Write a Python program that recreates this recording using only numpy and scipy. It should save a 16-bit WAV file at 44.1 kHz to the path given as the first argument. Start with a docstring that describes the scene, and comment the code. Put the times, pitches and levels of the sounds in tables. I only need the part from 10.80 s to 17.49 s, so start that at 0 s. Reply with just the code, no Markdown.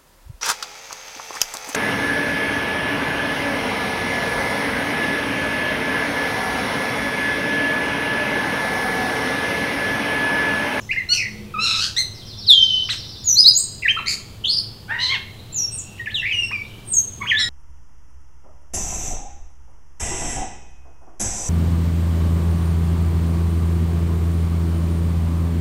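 """A catbird-like songbird runs through whistles, sweeps, buzzes and nasal mews at the edge of a garden.
Each note is a syrinx oscillation shaped by the throat; in the last, both sides of the syrinx sound.
Trunks and leaves scatter the song into a short tail. A second bird repeats falling slurs
further off, over a low rumble of distant traffic."""
import sys
import numpy as np
from scipy import signal
from scipy.fft import rfft, irfft
from scipy.io import wavfile
from scipy.ndimage import uniform_filter1d

SR = 44100
rng = np.random.default_rng(int(sys.argv[2]) if len(sys.argv) > 2 else 0)


def unload_wav(signal):
    """Save mono or channel-first audio to the path in sys.argv[1] as 16-bit WAV at rate SR, clipped to [-1, 1]."""
    wavfile.write(
        sys.argv[1],
        SR,
        np.round(np.clip(np.atleast_2d(signal).T, -1, 1) * 32767).astype(np.int16),
    )


N = 295029
T = np.arange(N) / SR
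PROGRESS = np.linspace(0, 1, 101)  # control points along a note


def near_bird(beam_hz=7200):
    """One perch. Overtones and top notes leave the beak in a narrow beam and arrive mostly as echoes."""
    voice, overtones = whistles() + buzzes()
    voice += short_mews() + long_mews()
    add(voice, 6.582, two_voices())
    hz = np.arange(N // 2 + 1) * SR / N + 1
    beam_share = .85 / (1 + (beam_hz / hz) ** 6)
    wide, beamed = (irfft(rfft(voice) * np.sqrt(power), N) for power in (1 - beam_share, beam_share))
    scattered = trees(overtones + beamed, direct_db=-14, early_db=-1, late_db=-12, early_t60_s=.22)
    return trees(wide, direct_db=-.7, early_db=-5, late_db=-14) + scattered


# Sliding whistles: (start [s], length [s], slide after [s], slide time [s], from before sag [Hz],
#   to before sag [Hz], level at slide [dB], fade [dB], overtone [dB])
SLIDES = [ (0.089, .036, .025, 0.0068, 2020, 2880, -19.5, 5, -21),
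          (2.439, 0.098, .047, .012, 6820, 5980, -14.5, 2, -25.5),
          (2.554, .068, .029, .012, 4000, 5098, -7, 9, -26),
          (2.639, 0.066, .032, .015, 3726, 5065, -2, 14, -29.5),
          (2.734, .054, .044, 0.0049, 6650, 8870, -8, 20, -21),
          (3.021, 0.05, 0.039, .01, 2048, 1603, -16, 9.5, -22),
          (3.072, 0.046, .011, .009, 1603, 3168, -16, 0, -28.5),
          (4.72, 0.14, .056, 0.019, 7180, 5710, -20.5, 4, -25),
          (4.907, 0.058, .035, .012, 8150, 9100, -26.5, 10, -40),
          (4.965, 0.039, .017, .01, 8970, 6750, -28.5, -1, -40),
          (5.34, 0.084, .014, .024, 4400, 2700, -20.5, 8, -24),
          (5.512, 0.088, 0.00695, .013, 3454, 2900, -25, -3, -16),
          (5.723, .104, .014, 0.011, 2520, 2360, -25, 10, -24),
          (6.047, 0.15, .087, 0.0092, 8420, 6560, -22, -6.5, -27),
          (6.447, .047, .018, .015, 850, 3390, -25, 3, -20),
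          (6.493, .088, .016, 0.0096, 3350, 1758, -12, 15.5, -26.5),
          (6.531, .072, 0.052, .015, 3330, 4310, -20, 5, -27), ]
# Arched or dipping chirps: (start [s], length [s], turn after [s], from [Hz], turn [Hz], to [Hz],
#   level at turn [dB], fade [dB], overtone [dB])
CHIRPS = [ (.124, .03, .008, 2870, 1700, 2880, -33, -4, -30),
          (.16, 0.067, .02, 1670, 2096, 1750, -18.5, 17, -27.5),
          (2.791, 0.0225, 0.0178, 8800, 8320, 8280, -21.5, 0, -21),
          (3.02, .016, .009, 2100, 2740, 2097, -24.5, 1, -29),
          (3.163, 0.037, .016, 1015, 1358, 796, -26, 10, -3),
          (5.178, .018, .016, 1600, 3000, 3020, -38, 0, -25),
          (5.192, .048, .02, 1940, 1870, 1980, -29.5, 18, -23),
          (5.257, .064, 0.017, 3290, 1720, 4360, -28, 13, -26),
          (5.62, .055, .02, 2787, 2740, 2805, -24, 19, -7.5),
          (6.401, .024, .018, 1060, 1110, 1200, -34, 2, 3),
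          (6.424, .022, .009, 1900, 990, 950, -29, 14, -6),
          (6.414, .016, 0.0089, 1286, 2250, 1750, -29, 3, -25), ]
# Long falling whistle: (time [s], pitch [Hz], relative level [dB])
LONG_WHISTLE = [(1.664, 5389, -26.5), (1.674, 4742, -28), (1.682, 4290, -13), (1.696, 3820, -9),
                (1.714, 3489, -6), (1.73, 3300, -11), (1.736, 3242, -6.5), (1.746, 3220, -11.5),
                (1.788, 3134, -12.5), (1.944, 3038, -20), (2.02, 3047, -17.5), (2.08, 3043, -32)]

def whistles():
    """Near-pure syrinx notes: slides, chirps and one long fall. Returns (fundamental, overtones)."""
    out = np.zeros((2, N))
    for *note, overtone_db in SLIDES:
        add(out, note[0], whistle(slide(*note), overtone_db, jitter=.0049))
    for *note, overtone_db in CHIRPS:
        add(out, note[0], whistle(arch(*note), overtone_db, jitter=.0066))
    add(out, LONG_WHISTLE[0][0], undb(-1) * whistle(LONG_WHISTLE, overtone_db=-29))
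    return out


# Buzzed slides: (start [s], length [s], slide after [s], slide time [s], from [Hz], to [Hz],
#   level at slide [dB], fade [dB], swing rate [Hz], swing depth [share of pitch])
BUZZES = [ (.325, 0.16, .06, .055, 3060, 2000, -23, 10, 65.1, .062),
          (3.637, 0.16, .038, .034, 2750, 4740, -18.5, 1, 79.9, .058),
          (5.418, .13, .038, .02, 1836, 2510, -25.5, 1, 84.5, 0.073), ]

def buzzes():
    """A fast pitch swing turns a whistle into a buzz. Returns (fundamental, overtones)."""
    out = np.zeros((2, N))
    for *note, swing_hz, depth in BUZZES:
        curve = slide(*note, swell_db=13, sag_per_s=0)
        add(out, note[0], whistle(curve, overtone_db=-24, swing_hz=swing_hz, depth=depth, jitter=.04))
    return out


# Short nasal calls: (start [s], length [s], turn after [s], from [Hz], turn [Hz], to [Hz],
#   level at turn [dB], fade [dB], throat from [Hz], throat to [Hz], opening [s], first hoarseness [-],
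#   last hoarseness [-], throat half-width [Hz], odd harmonics [dB], beak cut-off / throat [ratio])
SHORT_MEWS = [ (.287, 0.13, .036, 1348, 1469, 1260, -17, 20, 4200, 5430, 0.0846, 0.021, 1.13, 168, -5.5, 1.9),
              (1.163, 0.0604, .027, 1824, 2069, 2007, -15, 11, 3980, 4450, 0.036, 0.42, 0.32, 890, -2, 1.72),
              (2.087, .058, .021, 720, 2000, 500, -20, 15, 2100, 4060, .02, .3, .6, 1500, -9, 1.36),
              (3.258, .087, .035, 1950, 2316, 2250, -21.5, 6, 3580, 5040, 0.038, .6, 1.01, 1000, 1, 1.57),
              (5.708, 0.023, 0.021, 657, 1300, 1310, -26.5, 3, 1000, 2560, 0.025, 0.13, .1, 475, -18, 1.43),
              ]

def short_mews():
    """Pitch arches while the throat opens; hoarseness follows the opening."""
    out = np.zeros(N)
    for call in SHORT_MEWS:
        from_hz, to_hz, open_s, first_hoarse, last_hoarse, *timbre = call[8:]
        curve = arch(*call[:8])
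        t = curve[:, 0] - call[0]
        opening = np.sin(np.pi / 2 * np.minimum(t / open_s, 1)) ** 2
        throat_hz = from_hz + (to_hz - from_hz) * opening ** 2
        hoarse = first_hoarse + (last_hoarse - first_hoarse) * opening ** 2
        add(out, call[0], mew(np.c_[curve, throat_hz, hoarse], *timbre))
    return out


# Drawn-out nasal calls: (time [s], pitch [Hz], relative level [dB], throat resonance [Hz])
WHINE = [(0.738, 1327, -23.5, 1270), (0.76, 1199, -25.5, 1250), (0.782, 1257, -22, 1380),
         (0.814, 1334, -21, 3700), (0.844, 1381, -15.5, 4100), (0.94, 1285, -21, 3770),
         (0.984, 1303, -22, 4400), (1.048, 1530, -23.5, 4450), (1.11, 1532, -36.5, 4670)]
SQUAWK = [(4.078, 692.1, -46, 1780), (4.098, 815.2, -28, 1820), (4.12, 916, -21, 1850),
          (4.16, 966.5, -25.5, 1920), (4.178, 909, -26, 1850), (4.206, 995, -24.5, 3500),
          (4.236, 1014, -17.5, 3960), (4.282, 998, -24, 3940), (4.328, 1099, -18, 2670),
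          (4.342, 1027, -18.5, 2940), (4.37, 778, -27.5, 2850)]

def long_mews():
    """A whine that grows hoarse and a lower squawk that clears slightly."""
    out = np.zeros(N)

    def sing(curve, gain_db, hoarse_span, **timbre):
        s, hz, db, throat_hz = np.transpose(curve)
        hoarse = np.interp(s, [s[0], s[-1]], hoarse_span)
        add(out, s[0], mew(np.c_[s, hz, db + gain_db, throat_hz, hoarse], **timbre))

    sing(WHINE, gain_db=-2, hoarse_span=(0, 1.45), width_hz=700, odd_db=-1, beak_ratio=1.5)
    sing(SQUAWK, gain_db=-1, hoarse_span=(.64, .47), width_hz=390, odd_db=-6, beak_ratio=1.18)
    return out


# Partials of the two-voiced note: (low voice multiple [-], high voice multiple [-])
PARTIAL_ORDERS = [(1, 0), (2, 0), (0, 1), (1, 1), (2, 1), (-1, 1), (3, 1), (1, 2)]
# Strength of each partial: (relative level [dB])
PARTIAL_DB = [-3.5, 2, -4.5, -2.5, -12, -19, -20, -23]

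def two_voices(low_hz=1890, high_hz=3300, length_s=.1, attack_s=.02, settle_s=.03, jitter=.083):
    """Both sides of the syrinx share one airflow and intermodulate; they start sharp and rough."""
    t = PROGRESS * length_s
    strain = np.exp(-t / settle_s)
    sharp = 1 + .075 * strain
    db = -18 - 16 * np.maximum(1 - t / attack_s, 0) - 10.5 * PROGRESS ** 2
    gate, *pitches_hz, db, hoarse = gesture(np.c_[t, low_hz * sharp, high_hz * sharp, db, .91 * strain])
    shaken_hz = [hz * (1 + jitter * hoarse * wander(350, size=len(hz))) for hz in pitches_hz]
    low_phase, high_phase = 2 * np.pi * np.cumsum(shaken_hz, axis=1) / SR
    tone = sum(undb(partial_db) * np.sin(m * low_phase + n * high_phase)
               for (m, n), partial_db in zip(PARTIAL_ORDERS, PARTIAL_DB))
    return gate * undb(db) * tone / tone.std()


def whistle(curve, overtone_db=-35, swing_hz=0, depth=0, jitter=.002, flutter_db=3):
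    """A near-sine syrinx oscillation. Returns (fundamental, overtones)."""
    gate, hz, db = gesture(curve)
    n = len(hz)
    rate_hz = swing_hz * (1 + .0626 * wander(26.7, size=n))
    swing = np.sin(2 * np.pi * np.cumsum(rate_hz) / SR)
    hz = hz * (1 + depth * swing + jitter * wander(220, size=n))
    fundamental = syrinx(hz, [1])
    overtones = undb(overtone_db) * syrinx(hz, [0, 1, undb(-14)])
    return gate * undb(db + flutter_db * wander(90, size=n)) * np.array([fundamental, overtones])


def mew(curve, width_hz, odd_db, beak_ratio, jitter=.06, shimmer_db=3.8, chaos_hz=420):
    """A rich oscillation through a moving throat resonance; hoarseness shakes pitch and level."""
    gate, hz, db, throat_hz, hoarse = gesture(curve)
    n = len(hz)
    k = np.arange(1, 13)[:, None]
    throat = 1 / np.hypot(1, (k * hz - throat_hz) / width_hz)
    beak = 1 / np.hypot(1, (k * hz / (beak_ratio * throat_hz)) ** 2.66)
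    shaken_hz = hz * (1 + jitter * hoarse * wander(chaos_hz, size=n))
    tone = syrinx(shaken_hz, throat * beak * undb(odd_db * (k % 2)))
    return gate * undb(db + shimmer_db * hoarse * wander(chaos_hz, size=n)) * tone


def syrinx(hz, weights):
    """Weighted harmonics of one oscillation; nominal rms 1."""
    phase = 2 * np.pi * np.cumsum(hz) / SR
    tone = sum(w * (k * hz < SR / 2) * np.sin(k * phase) for k, w in enumerate(weights, 1))
    return tone / np.sqrt(sum(w ** 2 for w in weights) / 2)


def slide(start_s, length_s, after_s, slide_s, from_hz, to_hz, db, fade_db,
          swell_db=33.5, sag_per_s=.331):
    """S-curve between two sagging pitches: (time [s], pitch [Hz], level [dB])."""
    t = PROGRESS * length_s - after_s
    travel = (1 + np.tanh(t / slide_s)) / 2
    hz = (from_hz + (to_hz - from_hz) * travel) * (1 - sag_per_s * t)
    onset_db = swell_db * np.expm1(-after_s / .034)  # earlier slide, smaller swell
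    rise_db = onset_db * np.maximum(-t / after_s, 0) ** 1.39
    fall_db = fade_db * np.maximum(t, 0) / t[-1]
    return np.c_[start_s + PROGRESS * length_s, hz, db + rise_db - fall_db]


def arch(start_s, length_s, after_s, from_hz, turn_hz, to_hz, db, fade_db, swell_db=8.5):
    """Two parabolas of pitch meeting at a turn: (time [s], pitch [Hz], level [dB])."""
    t = PROGRESS * length_s
    before = np.maximum(1 - t / after_s, 0)
    after = np.maximum(t - after_s, 0) / max(length_s - after_s, 1e-3)
    hz = turn_hz + (from_hz - turn_hz) * before ** 2 + (to_hz - turn_hz) * after ** 2
    return np.c_[start_s + t, hz, db - swell_db * before ** 2 - fade_db * after]


def gesture(curve, edge_s=.0045):
    """Per-sample controls: a soft gate, then each column after time, rounded by muscle inertia."""
    s, *columns = np.transpose(curve)
    s = np.sort(s)
    t = np.arange(s[0], s[-1] + edge_s, 1 / SR)
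    ramp = np.clip(np.minimum(t - t[0], t[-1] - t) / edge_s, 0, 1)
    gate = np.sin(np.pi / 2 * ramp) ** 2
    return [gate] + [uniform_filter1d(np.interp(t, s, c), size=220, mode="nearest") for c in columns]


# Thin far notes: (start [s], length [s], from [Hz], to [Hz], level [dB], fade [dB])
FAR_NOTES = [ (0, .02, 7580, 5600, -40.5, 4), (.66, .04, 2400, 2355, -52, -3),
             (4.58, 0.029, 3980, 4100, -40.5, 16), (4.7, .03, 4150, 4070, -51.5, -5),
             (4.701, 0.456, 2680, 2690, -59, -6), (5.83, .04, 3500, 4000, -50, 2),
             (5.89, .06, 3060, 2990, -44, 11.5), ]

def far_bird(first_s=1.335, period_s=.117, slur_s=.094, top_hz=5850, bottom_hz=3190, lift_hz=55.1):
    """Ten falling slurs and a few thin notes, heard mostly by their echoes."""
    out = np.zeros(N)
    for k, place in enumerate(np.linspace(-1, 1, 10)):
        s = first_s + k * period_s
        hz = top_hz * ((bottom_hz + k * lift_hz) / top_hz) ** PROGRESS
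        db = -37 - 9 * place ** 2 + 4 * (1 - PROGRESS) ** 2  # loudest mid-series
        add(out, s, whistle(np.c_[s + slur_s * PROGRESS, hz, db], jitter=.025)[0])
    for s, length_s, from_hz, to_hz, db, fade_db in FAR_NOTES:
        add(out, s, whistle([(s, from_hz, db), (s + length_s, to_hz, db - fade_db)], jitter=.033)[0])
    return trees(out, direct_db=-8, early_db=-3, late_db=-2.5, early_t60_s=.2, late_t60_s=1.1)


def trees(x, direct_db, early_db, late_db, early_t60_s=.26, late_t60_s=.7, leaf_hz=9000):
    """Near trunks and leaves return grainy echoes; the wood beyond adds a duller tail."""
    t = T[:SR]
    onset = np.clip((t - .004) / .002, 0, 1)
    early = rng.standard_normal(SR) * (rng.random(SR) < .04) * onset * undb(-60 * t / early_t60_s)
    late = noise(lambda f: 1 / np.hypot(1, f / leaf_hz), size=SR) * onset * undb(-60 * t / late_t60_s)
    response = undb(early_db) * early / np.linalg.norm(early)
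    response += undb(late_db) * late / np.linalg.norm(late)
    response[0] += undb(direct_db)
    return signal.fftconvolve(x, response)[:N]


# Air and traffic spectrum: (frequency [Hz], relative density [dB])
AIR_SPECTRUM = [(25, -4), (48, -6.5), (65, -4), (110, 0), (165, -8), (270, -15), (370, -13.5), (560, -20),
                (1200, -25.5), (2100, -32), (3200, -25), (5400, -34.5), (15500, -38.5)]

def air(level_db=-40.5):
    """Near-steady outdoor air and traffic rumble."""
    hz, db = np.transpose(AIR_SPECTRUM)
    rumble = noise(lambda f: undb(np.interp(np.log(f), np.log(hz), db)))
    return rumble * undb(level_db + .37 * wander(3.3))


# Drone of distant engines: (frequency [Hz], half-width [Hz], level [dB])
DRONE_TONES = [(105, 12.6, -45), (209.8, 7.8, -53)]
# One swelling engine: (frequency [Hz], half-width [Hz], level at peak [dB])
SWELL_TONES = [(145, 13, -49), (207.7, 5.3, -44), (375, 30, -50), (477, 18, -50.5)]

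def engines(peak_s=.73, swell_s=.28):
    """Far engines drone; one swells briefly."""
    swell = np.exp(-((T - peak_s) / swell_s) ** 2)
    return hum(DRONE_TONES) + hum(SWELL_TONES) * swell


def hum(tones):
    """Wavering engine tones, blurred by distance."""
    return sum(undb(db) * noise(lambda f: 1 / (1 + ((f - hz) / width_hz) ** 2))
               for hz, width_hz, db in tones)


def undb(db):
    """Decibels to gain."""
    return 10 ** (np.asarray(db) / 20)


def noise(gain, size=N):
    """Noise of rms 1 whose spectrum follows gain(Hz)."""
    hz = np.arange(size // 2 + 1) * SR / size + 1e-3
    x = irfft(rfft(rng.standard_normal(size)) * gain(hz), size)
    return x / x.std()


def wander(hz, size=N):
    """Smooth random motion up to about hz, spread 1."""
    return noise(lambda f: 1 / (1 + (f / hz) ** 4), size=size)


def add(out, start_s, sound):
    """Mix a sound in at a given time."""
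    i = max(int(start_s * SR), 0)
    out[..., i:i + sound.shape[-1]] += sound[..., :max(N - i, 0)]


def scene():
    """Both birds over air and engines; mono."""
    return (near_bird() + far_bird() + air() + engines())[None]


def record(dry, cutoff_hz=15700):
    """Soft clip at full scale, then a steep low-pass."""
    rounded = dry / (1 + dry ** 10) ** .1
    return signal.sosfilt(signal.ellip(10, .1, 70, cutoff_hz, fs=SR, output="sos"), rounded)


dry = scene()
out = record(dry)
unload_wav(out)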